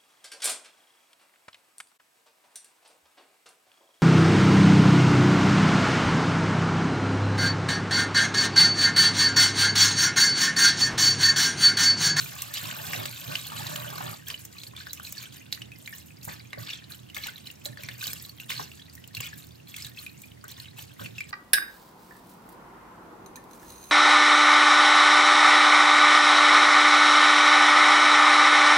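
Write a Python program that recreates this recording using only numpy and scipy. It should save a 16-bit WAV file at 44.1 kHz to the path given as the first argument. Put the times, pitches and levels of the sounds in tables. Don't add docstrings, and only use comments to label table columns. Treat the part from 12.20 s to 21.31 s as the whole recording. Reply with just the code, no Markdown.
import sys
import numpy as np
from scipy import signal
from scipy.fft import rfft, irfft, next_fast_len
from scipy.io import wavfile

SR = 44100
rng = np.random.default_rng(int(sys.argv[2]) if len(sys.argv) > 2 else 0)


def wav_record(signal):
    frames = np.transpose(np.atleast_2d(signal))
    bounded = np.clip(frames, -1, 1)
    quanta = np.round(bounded * 32767).astype(np.int16)
    wavfile.write(sys.argv[1], SR, quanta)


N = 401751

# start_s, length_s, bubbling_db, spray_db
STROKES = [(0, 0.014, -42, -36), (.17, 0.048, -42.5, -53), (0.32, 0.055, -36.5, -39.5),
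           (0.41, 0.061, -42.5, -41), (0.589, 0.19, -41.5, -40.5), (1.055, .13, -40.5, -44.5),
           (1.348, 0.057, -42, -44), (1.397, .13, -42.5, -45), (1.8, 0.04, -48, -65),
           (2.055, 0.055, -42, -46), (2.175, 0.038, -53.5, -46), (2.269, 0.2, -53, -51),
           (2.541, 0.071, -44, -55), (2.634, 0.14, -53, -50.5), (2.816, 0.059, -45.5, -42),
           (2.904, 0.14, -44.5, -50.5), (3.118, 0.018, -46.5, -49), (3.314, 0.022, -45.5, -45),
           (3.5, 0.23, -65.5, -53.5), (3.718, .07, -54, -45.5), (3.852, .012, -61, -52),
           (4.025, 0.014, -55, -41), (4.068, 0.056, -42, -50.5), (4.375, 0.054, -46.5, -46.5),
           (4.425, 0.11, -40.5, -53), (4.688, 0.035, -48, -46), (4.941, 0.024, -41.5, -44),
           (4.999, .07, -38.5, -47), (5.15, 0.042, -53.5, -54), (5.247, .025, -48.5, -50),
           (5.308, 0.094, -69, -59.5), (5.436, 0.017, -50, -43.5), (5.564, 0.085, -46, -57),
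           (5.665, 0.076, -49, -53), (5.767, .12, -40.5, -39), (5.95, 0.027, -45.5, -50),
           (6.008, 0.031, -53, -45), (6.195, 0.013, -52.5, -49), (6.281, .045, -36.5, -39.5),
           (6.347, 0.065, -40.5, -47), (6.492, 0.076, -65, -53), (6.726, 0.017, -77, -49),
           (6.929, 0.046, -50, -50), (7.004, 0.045, -40, -46), (7.155, 0.047, -58, -48.5),
           (7.466, 0.036, -52, -49), (7.518, 0.13, -46, -47), (7.739, .1, -50, -47),
           (7.94, 0.11, -62, -53.5), (8.272, 0.036, -48.5, -49.5), (8.339, 0.099, -51, -54),
           (8.555, 0.051, -44, -45.5), (8.773, 0.076, -46.5, -47), (8.934, .07, -48.5, -59),
           (9.057, .07, -49, -57.5)]
# time_s, gurgle_db
TAP_GURGLE = [(0, -54.5), (.35, -64), (.45, -54), (.6, -53.5), (.82, -47.5), (.93, -66.5), (1.12, -51),
              (1.24, -69.5), (1.32, -51), (1.5, -50), (1.66, -50.5), (1.79, -51), (1.855, -45),
              (1.94, -51.5), (2.02, -97), (2.15, -110)]
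# start_s, boom_db
SURGES = [(0, -45), (.42, -43), (.66, -41), (.77, -39), (1.07, -39), (1.38, -39.5), (1.47, -45),
          (2.47, -52), (3.4, -47.5), (4.07, -44.5), (4.38, -42), (5.48, -46), (5.63, -47.5), (5.87, -44.5),
          (6.29, -49), (6.37, -46.5), (6.97, -43.5), (8.58, -50), (8.799, -38), (9.06, -52.5)]
# start_s, level_db
TICKS = [(0.22, -22.5), (.339, -24.5), (0.8597, -29.5), (1.268, -30.5), (1.5616, -27.5), (2.0837, -26),
         (2.2514, -33), (2.732, -25.5), (2.835, -41), (2.9242, -29), (3.0264, -33.5), (3.33, -37),
         (4.0505, -35), (4.946, -34), (4.9784, -33), (5.0693, -29), (5.313, -36.5), (5.46, -29),
         (5.635, -33), (5.8692, -25), (5.932, -22.5), (6.3043, -38), (6.7524, -36), (6.8763, -39),
         (6.9495, -35), (7.0065, -25.5), (7.0692, -35), (7.2694, -45), (7.565, -29.5), (7.666, -35),
         (8.019, -37.5), (8.2417, -41), (8.2812, -38), (8.315, -37)]
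# start_s, level_db, starting pitch_hz, t60_s
PLINKS = [(0.3406, -33, 3930, 0.012), (0.3572, -32.5, 2860, .029), (0.3708, -23, 3120, .004),
          (.5125, -26.5, 2880, 0.0062), (0.7337, -21.5, 2020, 0.0045), (0.7436, -27.5, 2660, 0.014),
          (.7612, -30, 3720, 0.016), (.8561, -19.5, 3020, 0.0015), (1.1543, -18, 2780, .0063),
          (1.4682, -27, 3800, 0.0059), (1.559, -25.5, 2950, 0.0086), (2.102, -23, 2900, 0.003),
          (2.1425, -28, 2890, 0.016), (2.384, -36, 4030, 0.027), (2.4349, -27.5, 3760, 0.0018),
          (2.565, -34, 3400, 0.017), (2.6074, -44, 1600, 0.017), (2.6688, -33.5, 1530, 0.0055),
          (2.7982, -36.5, 1330, 0.013), (2.98, -30.5, 4350, 0.018), (3.326, -18.5, 3870, 0.0047),
          (3.4185, -30, 2880, 0.014), (3.518, -39, 2476, 0.041), (3.6603, -32.5, 3900, 0.0051),
          (3.6758, -30.5, 2200, 0.017), (3.727, -42, 1768, .049), (4.331, -29.5, 2010, .0084),
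          (4.502, -28, 2740, .016), (4.5333, -28, 3400, 0.021), (4.7203, -33.5, 4060, 0.014),
          (4.8995, -39.5, 2840, 0.023), (4.9662, -28, 2120, 0.0075), (5.0843, -38.5, 1454, .038),
          (5.2708, -30.5, 3940, 0.0095), (5.3017, -36.5, 2720, 0.015), (5.4556, -24, 3970, 0.017),
          (5.5728, -38, 1670, 0.0061), (5.635, -34.5, 2330, .017), (5.6876, -26, 2120, 0.0034),
          (5.8262, -37.5, 1530, 0.026), (5.8407, -23.5, 4300, .0077), (5.8774, -28, 3860, 0.015),
          (6.0497, -33.5, 4000, 0.015), (6.0937, -36, 4240, .02), (6.1998, -33, 2690, 0.024),
          (6.3035, -21, 2620, 0.0035), (6.318, -29, 2165, .023), (6.5165, -39, 2720, .02),
          (6.5964, -40.5, 3180, .02), (6.777, -48.5, 1890, 0.037), (6.8408, -38, 2900, 0.0083),
          (6.949, -27.5, 4230, 0.013), (6.969, -29, 2650, 0.025), (7.004, -25.5, 2800, 0.0067),
          (7.031, -38, 2370, .063), (7.1298, -41.5, 1630, 0.019), (7.3084, -47, 3540, .02),
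          (7.542, -33.5, 2420, 0.01), (7.5636, -33, 3270, 0.015), (7.6226, -33.5, 5100, .022),
          (7.6472, -28, 3670, 0.0066), (7.773, -38.5, 2570, 0.032), (7.789, -36, 4130, 0.031),
          (7.8644, -34, 2450, .046), (8.036, -45, 2380, 0.066), (8.3998, -33, 4180, 0.015),
          (8.8598, -31, 2530, 0.011), (8.982, -30.5, 2590, 0.05), (9.006, -28.5, 2295, .037)]
# start_s, level_db, starting pitch_hz
PLUNGES = [(2.107, -41.5, 1070), (2.535, -46.5, 1100), (4.077, -34.5, 860), (4.331, -41, 1190),
           (4.374, -45, 577), (4.968, -40, 1160), (5.061, -42.5, 890), (5.459, -41.5, 576),
           (5.593, -51.5, 580), (6.303, -43, 1000), (6.395, -31.5, 1010), (7.006, -45, 1000),
           (8.24, -41, 1260), (8.585, -48.5, 900), (8.794, -40.5, 1210), (8.812, -49, 534)]

# frequency_hz, density_db (per Hz)
GURGLE_COLOUR = [(200, -17), (300, -2.5), (480, -8), (620, 0.5), (780, -0.5), (1200, 5), (1700, -2.5),
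                 (2300, -7.5), (4000, -46)]
SWISH_COLOUR = [(400, -23), (900, -8), (1350, -6), (1650, -6), (1950, -8.5), (2400, 1), (4200, 3),
                (5100, -5.5), (7200, -9.5), (9000, -12.5), (12000, -38)]
SPRAY_COLOUR = [(3000, -9), (5000, -4.5), (7200, 1), (10200, -2.5), (12700, 5), (15200, 4.5), (16000, -8)]
AIR_COLOUR = [(25, -45), (50, -23), (74, -20), (120, 1), (310, -8), (490, -15.5), (1200, -24), (2200, -26),
              (5000, -32), (10000, -36.5), (15000, -40)]
PUSH_COLOUR = [(45, -37), (75, -52), (100, 2), (350, -4), (1000, -11.5)]
HUM_COLOUR = [(60, -47), (76, -8.5), (83, -4.0), (90, -10.5), (110, -65)]
FROTH_COLOUR = [(250, 12.5), (550, -5), (1500, 3), (2600, -10)]

# frequency_hz, gain_db
APART_EQ = [(100, -11), (230, 1), (500, -1.5), (3000, 9.5)]
TICK_EQ = [(1000, -4.5), (4000, -1), (7000, 9.5), (10000, 3), (13500, 12.0)]
SPLAT_EQ = [(500, -8.5), (1500, -9), (3500, 14), (6000, 5), (14000, -1)]
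KITCHEN_EQ = [(200, -1.5), (600, 6.5), (1200, -2.5), (1900, 5.5),
              (3200, -2.0), (6000, 0.5), (10000, 3), (14000, -11.0)]

# frequency_hz, width_hz, relative gain_db
BOWL_MODES = [(106.8, 9.1, -14.5), (120.7, 22, 3), (150.4, 12, -4.5), (196, 40, -29.5), (273, 210, -17)]
# frequency_hz, width_hz, gain_db (relative to the direct water)
HOLLOW_MODES = [(596, 13, 4), (1150, 13, -3.5), (1536, 22, -7), (1697, 140, -6.5), (2750, 9, -8)]
# frequency_hz, t60_s
KITCHEN_DECAY = [(200, 0.3), (2000, 0.2), (6000, 0.13), (15000, 0.13)]
# frequency_hz, left_lead_rad, left_minus_right_db, gain_db
PORTS = [(60, -.45, -3.5, 0), (130, -.5, -5.5, 0), (300, -2.6, -6, 5), (600, -3.95, -2, 5.5),
         (1450, -4.25, 1.3, 5), (2200, -6.4, 0, 1), (4400, -5.6, -3, 0), (7500, -5, -2.7, 2),
         (10000, -3.3, -2, 3), (11300, -1.6, -.5, 1), (13000, -.15, .5, 0)]
PORT_SIGNS = np.array([[.5], [-.5]])

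SWELL_SHARE = 0.49
RELEASE_DB_PER_S = 213.5
TRICKLE_DB, TRICKLE_DB_PER_S = -11.5, 51.5
JET_BUBBLING_DB, JET_SPRAY_DB = -45.5, -44.5
TAP_SHUT_S, SHUT_DB_PER_S = 1.925, 115
SURGE_S, SURGE_DB_PER_S = 0.02, 113
RIPPLE_DB, JET_BOOM_DB = -55, 3.5
TOP_HZ = 16000


def amp(db):
    return 10 ** (np.asarray(db) / 20)


def unit(x):
    return x / np.sqrt(np.mean(x ** 2) + 1e-20)


def along(points, hz, axis=1):
    table = np.transpose(points)
    return np.interp(np.log(hz + 1), np.log(table[0] + 1), table[axis])


def curves(rows):
    s, *columns = np.transpose(rows)
    return [np.interp(np.arange(N) / SR, s, column) for column in columns]


def filtered(x, response):
    m = next_fast_len(N + SR // 2)
    return irfft(rfft(x, m) * response(np.fft.rfftfreq(m, 1 / SR)), m)[..., :N]


def coloured(x, spectrum):
    return unit(filtered(x, lambda hz: amp(along(spectrum, hz))))


def resonances(modes, f):
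    return sum(amp(db) * 1j * f * w / (c * c - f * f + 1j * f * w) for c, w, db in modes)


def add(track, starts, waves):
    index = (starts[:, None] * SR).astype(int) + np.arange(waves.shape[1])
    track += np.bincount(index.ravel(), waves.ravel(), N)[:N]


def bubble(hz, t60, rise, onset, size):
    t = np.arange(size) / SR
    age = t / t60[:, None]
    cycles = hz[:, None] * t * (1 + rise * np.minimum(age, 2) / 2)
    decay = np.exp(-np.log(1000) * age)
    wave = np.sin(2 * np.pi * cycles) * decay * (1 - np.exp(-cycles / onset))
    return wave / (np.abs(wave).max(axis=1, keepdims=True) + 1e-9)


def cloud(rate, low_hz, high_hz, life, spread_db, rise, onset, size, busy=0.95):
    when, pitch, span, strength, luck = rng.random((int(rate * N / SR), 5)).T
    hz = low_hz * (high_hz / low_hz) ** pitch
    t60 = life * (.5 + span) / hz
    share = (busy * np.ones(N))[(when * N).astype(int)]
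    born = luck < share
    loudness = amp(spread_db * np.minimum(-np.log(1 - strength), 4))
    gain = loudness * hz / low_hz / np.sqrt(share)
    waves = bubble(hz[born], t60[born], rise, onset, size)
    track = np.zeros(N)
    add(track, when[born] * N / SR, gain[born, None] * waves)
    return unit(track)


def pushes(starts, lengths, levels_db, fall_db_per_s):
    t, power = np.arange(SR) / SR, np.zeros(N)
    lengths = lengths[:, None] + 1e-4
    swell = np.minimum(t / (SWELL_SHARE * lengths), 1)
    fall_db = fall_db_per_s * np.maximum(t - lengths, 0)
    add(power, starts, (swell * amp(levels_db[:, None] - fall_db)) ** 2)
    return power


def stirring(levels_db, jet_db):
    s, length = np.transpose(STROKES)[:2]
    hand = pushes(s, length, levels_db, RELEASE_DB_PER_S)
    trickle = pushes(s, length, levels_db + TRICKLE_DB, TRICKLE_DB_PER_S)
    since_shut = np.maximum(np.arange(N) / SR - TAP_SHUT_S, 0)
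    jet = amp(jet_db - SHUT_DB_PER_S * since_shut)
    return 10 * np.log10(hand + trickle + jet ** 2 + 1e-12)


def tap():
    gurgle_db, = curves(TAP_GURGLE)
    bubbles = cloud(rate=1500, low_hz=299, high_hz=2800, life=19.4, spread_db=5.0,
                    rise=0.055, onset=1.0, size=1400)
    churn = bubbles + 0.075 * rng.standard_normal(N)
    return amp(gurgle_db + 1.0) * coloured(churn, GURGLE_COLOUR)


def swishing():
    stroke_bubbling_db, stroke_spray_db = np.transpose(STROKES)[2:]
    bubbling_db = stirring(stroke_bubbling_db, JET_BUBBLING_DB)
    spray_db = stirring(stroke_spray_db, JET_SPRAY_DB)
    busy = np.clip(amp(bubbling_db + 42.5), .22, 1)
    climb = .08
    bubbles = cloud(rate=2400, low_hz=956, high_hz=8606, life=44, spread_db=6.0,
                    rise=climb, onset=0.41, size=1000, busy=busy)
    fizz = cloud(rate=3200, low_hz=4350, high_hz=15700, life=23, spread_db=5.0,
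                 rise=climb, onset=0.11, size=240, busy=busy)
    patter = cloud(rate=2600, low_hz=1000, high_hz=8650, life=16.3, spread_db=5.0,
                   rise=climb, onset=0.13, size=400)
    patter_share = np.interp(np.arange(N) / SR, [1.94, 2.02], [.45, .12])
    grain = np.sqrt(1 - patter_share) * bubbles + np.sqrt(patter_share) * patter
    swish = coloured(grain + 0.033 * rng.standard_normal(N), SWISH_COLOUR)
    spray = coloured(fizz + 0.39 * rng.standard_normal(N), SPRAY_COLOUR)
    return amp(bubbling_db - 3) * swish + amp(spray_db - 4.0) * spray


def bowl():
    s, db = np.transpose(SURGES)
    gurgle_db, = curves(TAP_GURGLE)
    surge_power = pushes(s, np.full(len(s), SURGE_S), db, SURGE_DB_PER_S)
    power = surge_power + amp(gurgle_db + JET_BOOM_DB) ** 2 + amp(RIPPLE_DB) ** 2
    push = coloured(rng.standard_normal(N), PUSH_COLOUR)
    boom = unit(filtered(push, lambda f: resonances(BOWL_MODES, f)))
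    return np.sqrt(power) * boom


def background():
    hum = coloured(rng.standard_normal(N), HUM_COLOUR)
    air = coloured(rng.standard_normal((3, N)), AIR_COLOUR)
    apart = filtered(air[:2], lambda f: amp(along(APART_EQ, f)))
    shared = amp(-61) * hum + amp(-59.5) * air[2]
    return ports(shared) + amp(-59.0) * apart


def drips():
    drops = cloud(rate=34, low_hz=1708, high_hz=4990, life=48, spread_db=3,
                  rise=0.13, onset=0.23, size=1800)
    return amp(-65.5) * drops


def kitchen(x):
    out = np.zeros((2, N))
    turn = (np.arange(N) / SR / .13).astype(int) % 4
    for k in range(4):
        hz, t, z = signal.stft(rng.standard_normal((2, SR // 2)), SR, nperseg=256)
        room = amp(-60 * t / along(KITCHEN_DECAY, hz)[:, None])
        flutter = amp(10) * amp(-60 * t / 0.014)
        tail = signal.istft(z * (room + flutter), SR, nperseg=256)[1]
        part = np.pad(x * (turn == k), (80, 0))
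        out += signal.fftconvolve(part[None], tail / np.linalg.norm(tail[0]), axes=1)[:, :N]
    return filtered(out, lambda f: amp(along(KITCHEN_EQ, f) + PORT_SIGNS * along(PORTS, f, axis=2)))


def ports(x):
    def response(f):
        phase = PORT_SIGNS * along(PORTS, f)
        level_db = PORT_SIGNS * along(PORTS, f, axis=2) + along(PORTS, f, axis=3)
        return np.exp(1j * phase) * amp(level_db)
    return filtered(x, response)


def ticks():
    s, db = np.transpose(TICKS)
    track, t = np.zeros(N), np.arange(700) / SR
    shape = amp(-60 * t / 0.01) * (1 - np.exp(-t / 0.00015))
    add(track, s, amp(db - 4.5)[:, None] * shape * rng.standard_normal((len(s), len(t))))
    return filtered(track, lambda f: amp(along(TICK_EQ, f)))


def plinks():
    s, db, hz, t60 = np.transpose(PLINKS)
    rings, splats = np.zeros(N), np.zeros(N)
    add(rings, s, amp(db + 0.5)[:, None] * bubble(hz, t60, rise=0.19, onset=0.47, size=2400))
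    t = np.arange(600) / SR
    decay = amp(-60 * t / 0.01)
    add(splats, s, amp(db - 10.5)[:, None] * decay * rng.standard_normal((len(s), len(t))))
    return rings + filtered(splats, lambda f: amp(along(SPLAT_EQ, f)))


def plunges():
    s, db, hz = np.transpose(PLUNGES)
    gulps, burst = np.zeros(N), np.zeros(N)
    gulp = bubble(hz, 14 / hz, rise=0.092, onset=1.0, size=3000)
    add(gulps, s, amp(db - 1.0)[:, None] * gulp)
    t = np.arange(8000) / SR
    shape = amp(-60 * t / 0.12) * (1 - np.exp(-t / 0.00039))
    add(burst, s, amp(db - 9)[:, None] * shape)
    froth = cloud(rate=870, low_hz=356, high_hz=2300, life=14, spread_db=-2.0,
                  rise=0.052, onset=0.57, size=1500)
    return gulps + burst * coloured(froth, FROTH_COLOUR)


def scene():
    water = tap() + swishing() + drips() + ticks() + plinks() + plunges()
    water = filtered(water, lambda f: 1 + resonances(HOLLOW_MODES, f))
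    direct = ports(amp(0.5) * water + bowl())
    return direct + amp(-0.5) * kitchen(water) + background()


def record(dry):
    return filtered(dry, lambda hz: 1 / (1 + (hz / TOP_HZ) ** 200))


dry = scene()
out = record(dry)
wav_record(out)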